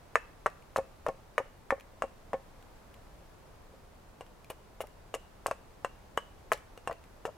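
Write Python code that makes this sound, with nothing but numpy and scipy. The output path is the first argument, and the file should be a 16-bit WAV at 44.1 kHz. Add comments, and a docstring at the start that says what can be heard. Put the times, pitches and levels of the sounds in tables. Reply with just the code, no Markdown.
"""A soft hush of air in a forest clearing, then at once a hatchet, a few metres away on the left, hewing a billet
held upright on a log bench. Each chop is a short push that rings damped wood modes under a dry noise clack;
the steel head clinks, fibres tear in bursts of tiny snaps, the billet knocks on the bench and chips tick down.
After a pause the billet is turned and the head clinks more clearly. Brushwood scatters it all in diffuse echoes."""
import sys
import numpy as np
from scipy import signal
from scipy.fft import rfft, irfft, next_fast_len
from scipy.io import wavfile
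from scipy.ndimage import map_coordinates

SR = 44100
rng = np.random.default_rng(int(sys.argv[2]) if len(sys.argv) > 2 else 0)


def unload_audio(sound):
    """Save the sound as a 16-bit wav file, at the path given as the first command line argument."""
    columns = np.transpose(np.atleast_2d(sound))
    # keep every value between -1 and 1, then stretch to whole-number steps
    steps = np.round(np.clip(columns, -1, 1) * 32767)
    wavfile.write(sys.argv[1], SR, steps.astype(np.int16))


N = 325017


def amp(db):
    """Decibels to linear gain."""
    return 10 ** (np.asarray(db) / 20)


def unit(x):
    """Scale to rms 1."""
    return x / np.sqrt(np.mean(x ** 2) + 1e-20)


def along(points, hz):
    """Read a curve of (hz, value) points on a log frequency axis."""
    point_hz, value = np.transpose(points)
    return np.interp(np.log(hz + 1), np.log(point_hz + 1), value)


def filtered(x, response):
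    """Apply a response of frequency, with padding for its tail."""
    length = x.shape[-1]
    padded = next_fast_len(length + 4096)
    spectrum = rfft(x, padded) * response(np.fft.rfftfreq(padded, 1 / SR))
    return irfft(spectrum, padded)[..., :length]


def coloured(x, spectrum):
    """Shape a sound by a spectrum, at rms 1."""
    return unit(filtered(x, lambda hz: amp(along(spectrum, hz))))


def add(track, start_s, sound):
    """Mix a sound into a track at a time."""
    i = max(round(start_s * SR), 0)
    part = sound[..., :max(N - i, 0)]
    track[..., i:i + part.shape[-1]] += part


def age():
    """Seconds since a contact, over half a second."""
    return np.arange(SR // 2) / SR


def ringing(modes, pitch, length, scatter_db):
    """Damped modes, each struck at a slightly new strength every time."""
    hz, db, t60 = np.transpose(modes)[:, :, None]
    t = age()
    strength_db = db + scatter_db * rng.standard_normal(db.shape)
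    decay = amp(strength_db - 60 * t / (t60 * length))
    return np.sum(decay * np.cos(2 * np.pi * hz * pitch * t), axis=0)


def contact(bandwidth_hz):
    """A bell-shaped force, its second derivative (the push on the air) and the time to its centre."""
    half = SR // 400
    u = (np.pi * bandwidth_hz * np.arange(-half, half + 1) / SR) ** 2
    force = np.exp(-u)
    push = (1 - 2 * u) * force
    return force, push, half / SR


# spectrum of the air in the clearing, relative: hz, density_db
HUSH_SPECTRUM = [(12, -15), (20, 2), (70, -3), (222, -12), (262, -13), (328, -13), (527, -12), (759, -14),
                 (825, -15), (897, -14.5), (1610, -22), (2990, -29), (3630, -30), (14700, -38.5),
                 (16000, -42)]
# how alike the hush is left and right: hz, likeness (1 = identical, 0 = unrelated)
HUSH_LIKENESS = [(60, 0.86), (150, 0.67), (380, 0.36), (950, 0.36), (2380, 0.22), (5980, 0.13),
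                 (15000, 0.0092)]


def hush(level_db=-55.0, drift_db=-0.5):
    """Distant air in the trees and microphone hiss: wide coloured noise, drifting slowly in level."""
    # the mid-side angle sets how alike the two sides are
    angle = lambda hz: np.arccos(np.clip(along(HUSH_LIKENESS, hz), -1, 1)) / 2
    shape = lambda hz: amp(along(HUSH_SPECTRUM, hz)) * [np.cos(angle(hz)), np.sin(angle(hz))]
    mid, side = filtered(rng.standard_normal((2, N)), shape)
    drift = map_coordinates(rng.standard_normal(20), [np.arange(N) * 2 / SR])  # 2 points a second
    return amp(level_db + drift_db * drift) * unit(np.array([mid + side, mid - side]))


# a harder blow is a shorter, drier push:
# blow_peak_db, contact_bandwidth_hz, billet_ring_db (re the push), dense_ring_db
BLOW_FORCE = [(-39.5, 710, 29, -52.5), (-24.5, 1040, 5.5, -30), (-9, 1160, -3, -32.5),
              (-8.5, 1535, -10, -26.5)]


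def by_force(db):
    """Contact bandwidth, billet ring and dense ring for a blow of this strength."""
    force_db, *columns = np.transpose(BLOW_FORCE)
    return [np.interp(db, force_db, column) for column in columns]


# the billet's modes under the blade: hz, level_db, t60_s
BILLET_MODES = [(622, -6, 0.018), (1020, 0.5, 0.014), (1260, -9.5, 0.06), (1857, -9.5, 0.095),
                (2360, -35, 0.035)]
# hatchet blows: start_s, peak_db (before the ground bounce), billet_pitch_ratio, steel_ring_db, steel_hz
HATCHET_BLOWS = [(0.156, -3.5, 0.95, -28, 2570), (0.461, -9.5, 1.09, -36.5, 2570),
                 (0.4662, -13.5, 1.5, -59, 2660), (0.7614, -12.5, 1, -35, 2580),
                 (1.065, -16.5, 0.99, -40, 2570), (1.3803, -8.5, 0.96, -33, 2880),
                 (1.706, -8.5, 0.96, -43, 2920), (2.0219, -14, 1.06, -34.5, 2730),
                 (2.3324, -18.5, 0.79, -55, 2700), (4.2091, -32, 0.8, -45, 2810),
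                 (4.5025, -29, 0.82, -41.5, 2900), (4.8056, -25.5, 0.82, -40, 2850),
                 (5.1412, -24, 0.9, -31, 2840), (5.4615, -13.5, 0.86, -34.5, 2754),
                 (5.5118, -17, 1.1, -36.5, 2650), (5.8474, -15, 0.82, -34, 2754),
                 (6.176, -11, 0.89, -29, 2970), (6.5185, -7.5, 0.93, -31, 3040),
                 (6.5232, -14.5, 1.03, -45, 2880), (6.7756, -52, 0.81, -49, 2800),
                 (6.8748, -16.5, 0.84, -33, 2750), (6.9115, -26.5, 1.05, -55, 2900),
                 (7.253, -19, 0.74, -40, 2830)]


def chops(ground_s=0.001706, ground_db=-6.0, ground_hz=1900):
    """The edge stops in the wood: one sharp push, the billet's damped modes, and a dull bounce off the ground."""
    out = np.zeros(N)
    for start_s, peak_db, pitch, *_ in HATCHET_BLOWS:
        contact_hz, ring_db, _ = by_force(peak_db)
        force, push, lead_s = contact(contact_hz)
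        modes = ringing(BILLET_MODES, pitch, 1, scatter_db=2)
        sound = np.convolve(modes, force / force.sum()) * amp(ring_db)
        sound[:len(push)] += push
        add(out, start_s - lead_s, -amp(peak_db) * sound / np.abs(sound).max())
    bounce = lambda hz: amp(ground_db) * np.exp(-(hz / ground_hz) ** 2 - 2j * np.pi * hz * ground_s)
    return filtered(out, lambda hz: 1 + bounce(hz))


def wood_damping(x, edge_hz):
    """Wood carries little above its highest strong mode: a steep low-pass."""
    lowpass = signal.butter(N=6, Wn=edge_hz, fs=SR, output="sos")
    return signal.sosfilt(lowpass, x)


# spectrum of the blurred wood modes, relative: hz, density_db
GRAIN_SPECTRUM = [(100, -27), (190, -14), (300, -39), (470, 11.5), (700, 2), (1200, -6.5), (1900, -9),
                  (2600, -17), (3100, -21), (6000, -36), (16000, -53)]


def wood_ring(t60=0.063, rise=0.00068):
    """The many higher modes of log and billet blur into a short dry clack of noise."""
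    out, t = np.zeros(N), age()
    for start_s, peak_db, *_ in HATCHET_BLOWS:
        *_, wood_db = by_force(peak_db)
        blur = coloured(rng.standard_normal(len(t)), GRAIN_SPECTRUM)
        envelope = amp(wood_db - 60 * t / t60) * (1 - np.exp(-t / rise))
        add(out, start_s, envelope * blur)
    return out


OVERTONES_DB = -8.5  # offset of the overtone set from the lowest mode
# overtones of the head, before each clink's small detune and shortening: hz, level_db, t60_s
STEEL_OVERTONES = [(5380, -17.5, 0.091), (6655, -3.5, 0.032), (7000, -18, 0.028), (8060, -7, 0.056),
                   (9800, -12, 0.035)]


def steel(t60=0.026):
    """The head clinks: its lowest mode, pitched by how the wood grips it, and its faint overtones."""
    lowest, upper = np.zeros(N), np.zeros(N)
    for start_s, *_, steel_db, steel_hz in HATCHET_BLOWS:
        clink = ringing([(steel_hz, 0, t60)], 1, 1, scatter_db=1)
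        add(lowest, start_s, amp(steel_db) * clink)
        detune = 1 + rng.normal(0, 0.012)
        overtones = ringing(STEEL_OVERTONES, detune, 0.8, scatter_db=2)
        add(upper, start_s, amp(steel_db + OVERTONES_DB) * overtones)
    return lowest, upper


# spectrum of tearing fibres and chip ticks, relative: hz, density_db
TEAR_SPECTRUM = [(300, -33), (1000, -9), (2500, 16.5), (4200, 2), (6800, 2), (9500, 1.5), (12000, 1.5),
                 (16000, -7)]


def crackle(length_s, centre_hz, snaps_per_s, width_octaves):
    """A burst of tiny snaps of uneven size, with rms 1 over its length; thinner fibres snap higher."""
    t = age()[:SR // 10]
    snaps = rng.standard_normal(len(t)) * ((rng.random(len(t)) < snaps_per_s / SR) + 0.32)
    # the torn wood rustles on briefly
    swell = np.exp(-(t / length_s) ** 4) + 0.11 * amp(-60 * t / 0.15)
    fibre = lambda hz: 0.6 + np.exp(-(np.log2((hz + 1) / centre_hz) / width_octaves) ** 2)
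    return coloured(filtered(snaps * swell, fibre), TEAR_SPECTRUM) * np.sqrt(length_s * SR / len(t))


# the edge crushes a few fibres at every blow: level at a 0 dB blow, dB per dB of blow, length, emphasis
BITE_DB, BITE_GROWS, BITE_S, BITE_HZ = -38, 0.69, 0.0026, 6400
# a chip splits away ahead of the edge: start_s, rms_db, length_s, emphasis_hz
CHIP_SPLITS = [(0.466, -47.5, 0.0026, 6130), (0.767, -41, 0.0061, 5500), (0.781, -45.5, .0037, 8100),
               (1.085, -45.5, 0.0027, 5950), (1.38, -42, 0.0037, 6460),         (4.5, -46.5, .011, 11800),
               (4.809, -48, 0.016, 12000), (5.146, -43, 0.0078, 7400), (5.467, -32, 0.0021, 7400),
                        (5.5123, -44.5, 0.0022, 6170), (6.174, -45, 0.0048, 10000),
               (6.523, -37, 0.0053, 9700), (6.533, -32.5, 0.0017, 4850), (7.253, -54, 0.021, 6700)]


def splits():
    """Fibres part as the blade wedges in: a few at every blow, many when a chip splits away."""
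    out = np.zeros(N)
    bites = [(start_s, BITE_DB + BITE_GROWS * peak_db, BITE_S, BITE_HZ)
             for start_s, peak_db, *_ in HATCHET_BLOWS]
    for start_s, rms_db, length_s, centre_hz in bites + list(CHIP_SPLITS):
        burst = crackle(length_s, centre_hz, snaps_per_s=5800, width_octaves=0.55)
        add(out, start_s, amp(rms_db) * burst)
    return out


KNOCK_HZ, KNOCK_HARDENS = 2270, 0.14  # contact bandwidth at 0 dB; it grows as this power of the force
PRESSED_SHARPENS = 0.99  # pressed harder on the bench, the billet rings shorter and higher
EDGE_DB, EDGE_LENGTH = -5, 0.74  # the tap of the edge is weaker and shorter
REBOUND_S, REBOUND_DB = 0.056, -27  # the billet hops once and settles
# modes of billet and bench together, before each knock's pitch and length: hz, level_db, t60_s
BENCH_MODES = [(177, -24.5, 0.092), (287, -14, 0.045), (475, -10.5, 0.062), (537.5, 3, 0.08),
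               (654, -2.5, 0.056), (756, -1.5, 0.05), (873, -6.5, .035), (1082, -7, 0.065),
               (1350, -13, .03), (1765, -6, 0.032), (2180, -3, 0.025)]
# billet knocking on the bench: flat_landing_s, peak_db, ring_length_ratio, rocking_s (on its edge, before landing)
BENCH_KNOCKS = [(0.164, -50, 0.83, 0.0016), (0.7864, -17, 1, 0.0093), (1.0891, -18, 0.98, 0.0064),
                (1.402, -24.5, 0.92, 0.0022), (1.725, -16.5, 0.88, 0.0037), (2.0402, -24.5, 0.93, .0036),
                (2.342, -20.5, 1, 0.0039), (3.739, -47.5, 1, 0.0022), (4.84, -33.5, 0.65, 0.0024),
                (5.152, -33, 0.96, 0.0035), (5.484, -26, 0.52, 0.0025), (5.856, -41, 0.77, .002),
                (6.545, -33, 0.69, 0.0023), (6.898, -23.5, 0.495, 0.0017), (6.917, -33.5, 0.5, 0.00085),
                (7.279, -31.5, 0.59, 0.0016), (7.291, -31.5, 0.59, 0.0018)]


def knocks(rise=0.0001):
    """The billet is driven against the bench: it taps with an edge, lands flat with a hollow note and hops once."""
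    out, t = np.zeros(N), age()
    for flat_s, flat_db, length, rock_s in BENCH_KNOCKS:
        pitch = 1 + PRESSED_SHARPENS * (1 - length) ** 2
        edge = (flat_s - rock_s, flat_db + EDGE_DB, length * EDGE_LENGTH)
        flat = (flat_s, flat_db, length)
        rebound = (flat_s + REBOUND_S, flat_db + REBOUND_DB, length * EDGE_LENGTH)
        for start_s, peak_db, ring in (edge, flat, rebound):
            force, _, lead_s = contact(KNOCK_HZ * amp(peak_db) ** KNOCK_HARDENS)
            modes = ringing(BENCH_MODES, pitch, ring, scatter_db=1.5)
            sound = np.convolve(modes * (1 - np.exp(-t / rise)), force)
            add(out, start_s - lead_s, amp(peak_db) * sound / np.abs(sound).max())
    return out


# fainter chips fall at random: count, then mean peak, its spread and the woody part in dB
STRAY_COUNT, STRAY_DB, STRAY_SPREAD_DB, STRAY_LOW_DB = 12, -55.5, 7.5, -14
# the clearest chips and splinters: start_s, nominal_peak_db, woody_part_db (re the tick)
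CLEAR_CHIPS = [(0.501, -46, -4), (0.624, -50, -14), (1.8085, -42, -5), (2.626, -46, -4), (2.942, -43, -8),
               (4.4452, -42.5, -26), (4.8705, -42.5, -19), (6.576, -43, -14), (6.776, -41.5, 9),
               (7.0397, -46, -14)]


def chips(t60=0.0093, crest_db=5):
    """Loose chips snap off and land as short noise ticks; heavier ones have a woody part."""
    out, t = np.zeros(N), age()
    strays = [(rng.random() * N / SR, rng.normal(STRAY_DB, STRAY_SPREAD_DB), STRAY_LOW_DB)
              for _ in range(STRAY_COUNT)]
    for start_s, peak_db, low_db in list(CLEAR_CHIPS) + strays:
        tick = coloured(rng.standard_normal(len(t)), TEAR_SPECTRUM)
        body = coloured(rng.standard_normal(len(t)), GRAIN_SPECTRUM)
        decay = amp(peak_db - crest_db - 60 * t / t60)
        add(out, start_s, decay * (tick + amp(low_db) * body))
    return out


def from_left(x, pan_db, lag_us):
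    """The nearer microphone hears it louder and a little earlier."""
    sides = np.array([[1], [-1]]) / 2
    return filtered(x, lambda hz: amp(pan_db * sides) * np.exp(2j * np.pi * hz * sides * lag_us / 10 ** 6))


# spectrum of the brushwood echo, relative: hz, density_db
BRUSH_SPECTRUM = [(100, -33), (400, -4.5), (900, -2), (2200, 4), (3500, 2), (8000, 4.5), (16000, -5.5)]


def scatter(x, t60, rise):
    """Twigs and trunks return a diffuse echo, different for each microphone and each chop."""
    out, t = np.zeros((2, N)), age()
    # a fresh echo tail takes over 10 ms before each blow
    cuts = [0] + [round((row[0] - 0.01) * SR) for row in HATCHET_BLOWS[1:]] + [N]
    envelope = amp(-60 * t / t60) * (1 - np.exp(-t / rise))
    for begin, end in zip(cuts, cuts[1:]):
        tail = coloured(rng.standard_normal((2, len(t))), BRUSH_SPECTRUM) * envelope
        mid, side = tail / np.linalg.norm(tail[0])
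        pair = np.array([mid + 0.75 * side, mid - 0.7 * side])
        add(out, begin / SR, signal.fftconvolve(x[None, begin:end], pair, axes=1))
    return out


# how strongly the flat cheeks of the head face the brush; the grip changes in the pause: time_s, level_db
CHEEK_FACING = [(2.5, 3), (4.0, 1)]


def scene():
    """The chopping on the left, its near and far echoes, and the hush of the clearing."""
    wood = wood_damping(chops(), edge_hz=2470) + wood_ring() + knocks()
    clink, overtones = steel()
    bright = splits() + chips() + clink + overtones
    direct = from_left(wood, pan_db=2.0, lag_us=11) + from_left(bright, pan_db=1.5, lag_us=13.8)
    # the cheeks radiate the head's lowest mode sideways, into the far brush
    facing_db = np.interp(np.arange(N) / SR, *np.transpose(CHEEK_FACING))
    sideways = amp(facing_db) * clink
    near = amp(-13.5) * scatter(wood + bright, t60=0.07, rise=0.0017)
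    far = amp(-24.5) * scatter(wood + bright + sideways, t60=0.43, rise=0.016)
    return direct + near + far + hush()


TOP_HZ = 16150  # band limit


def record(dry):
    """The top end falls away very steeply at the band limit."""
    return filtered(dry, lambda hz: 1 / (1 + (hz / TOP_HZ) ** 120))


dry = scene()
out = record(dry)
unload_audio(out)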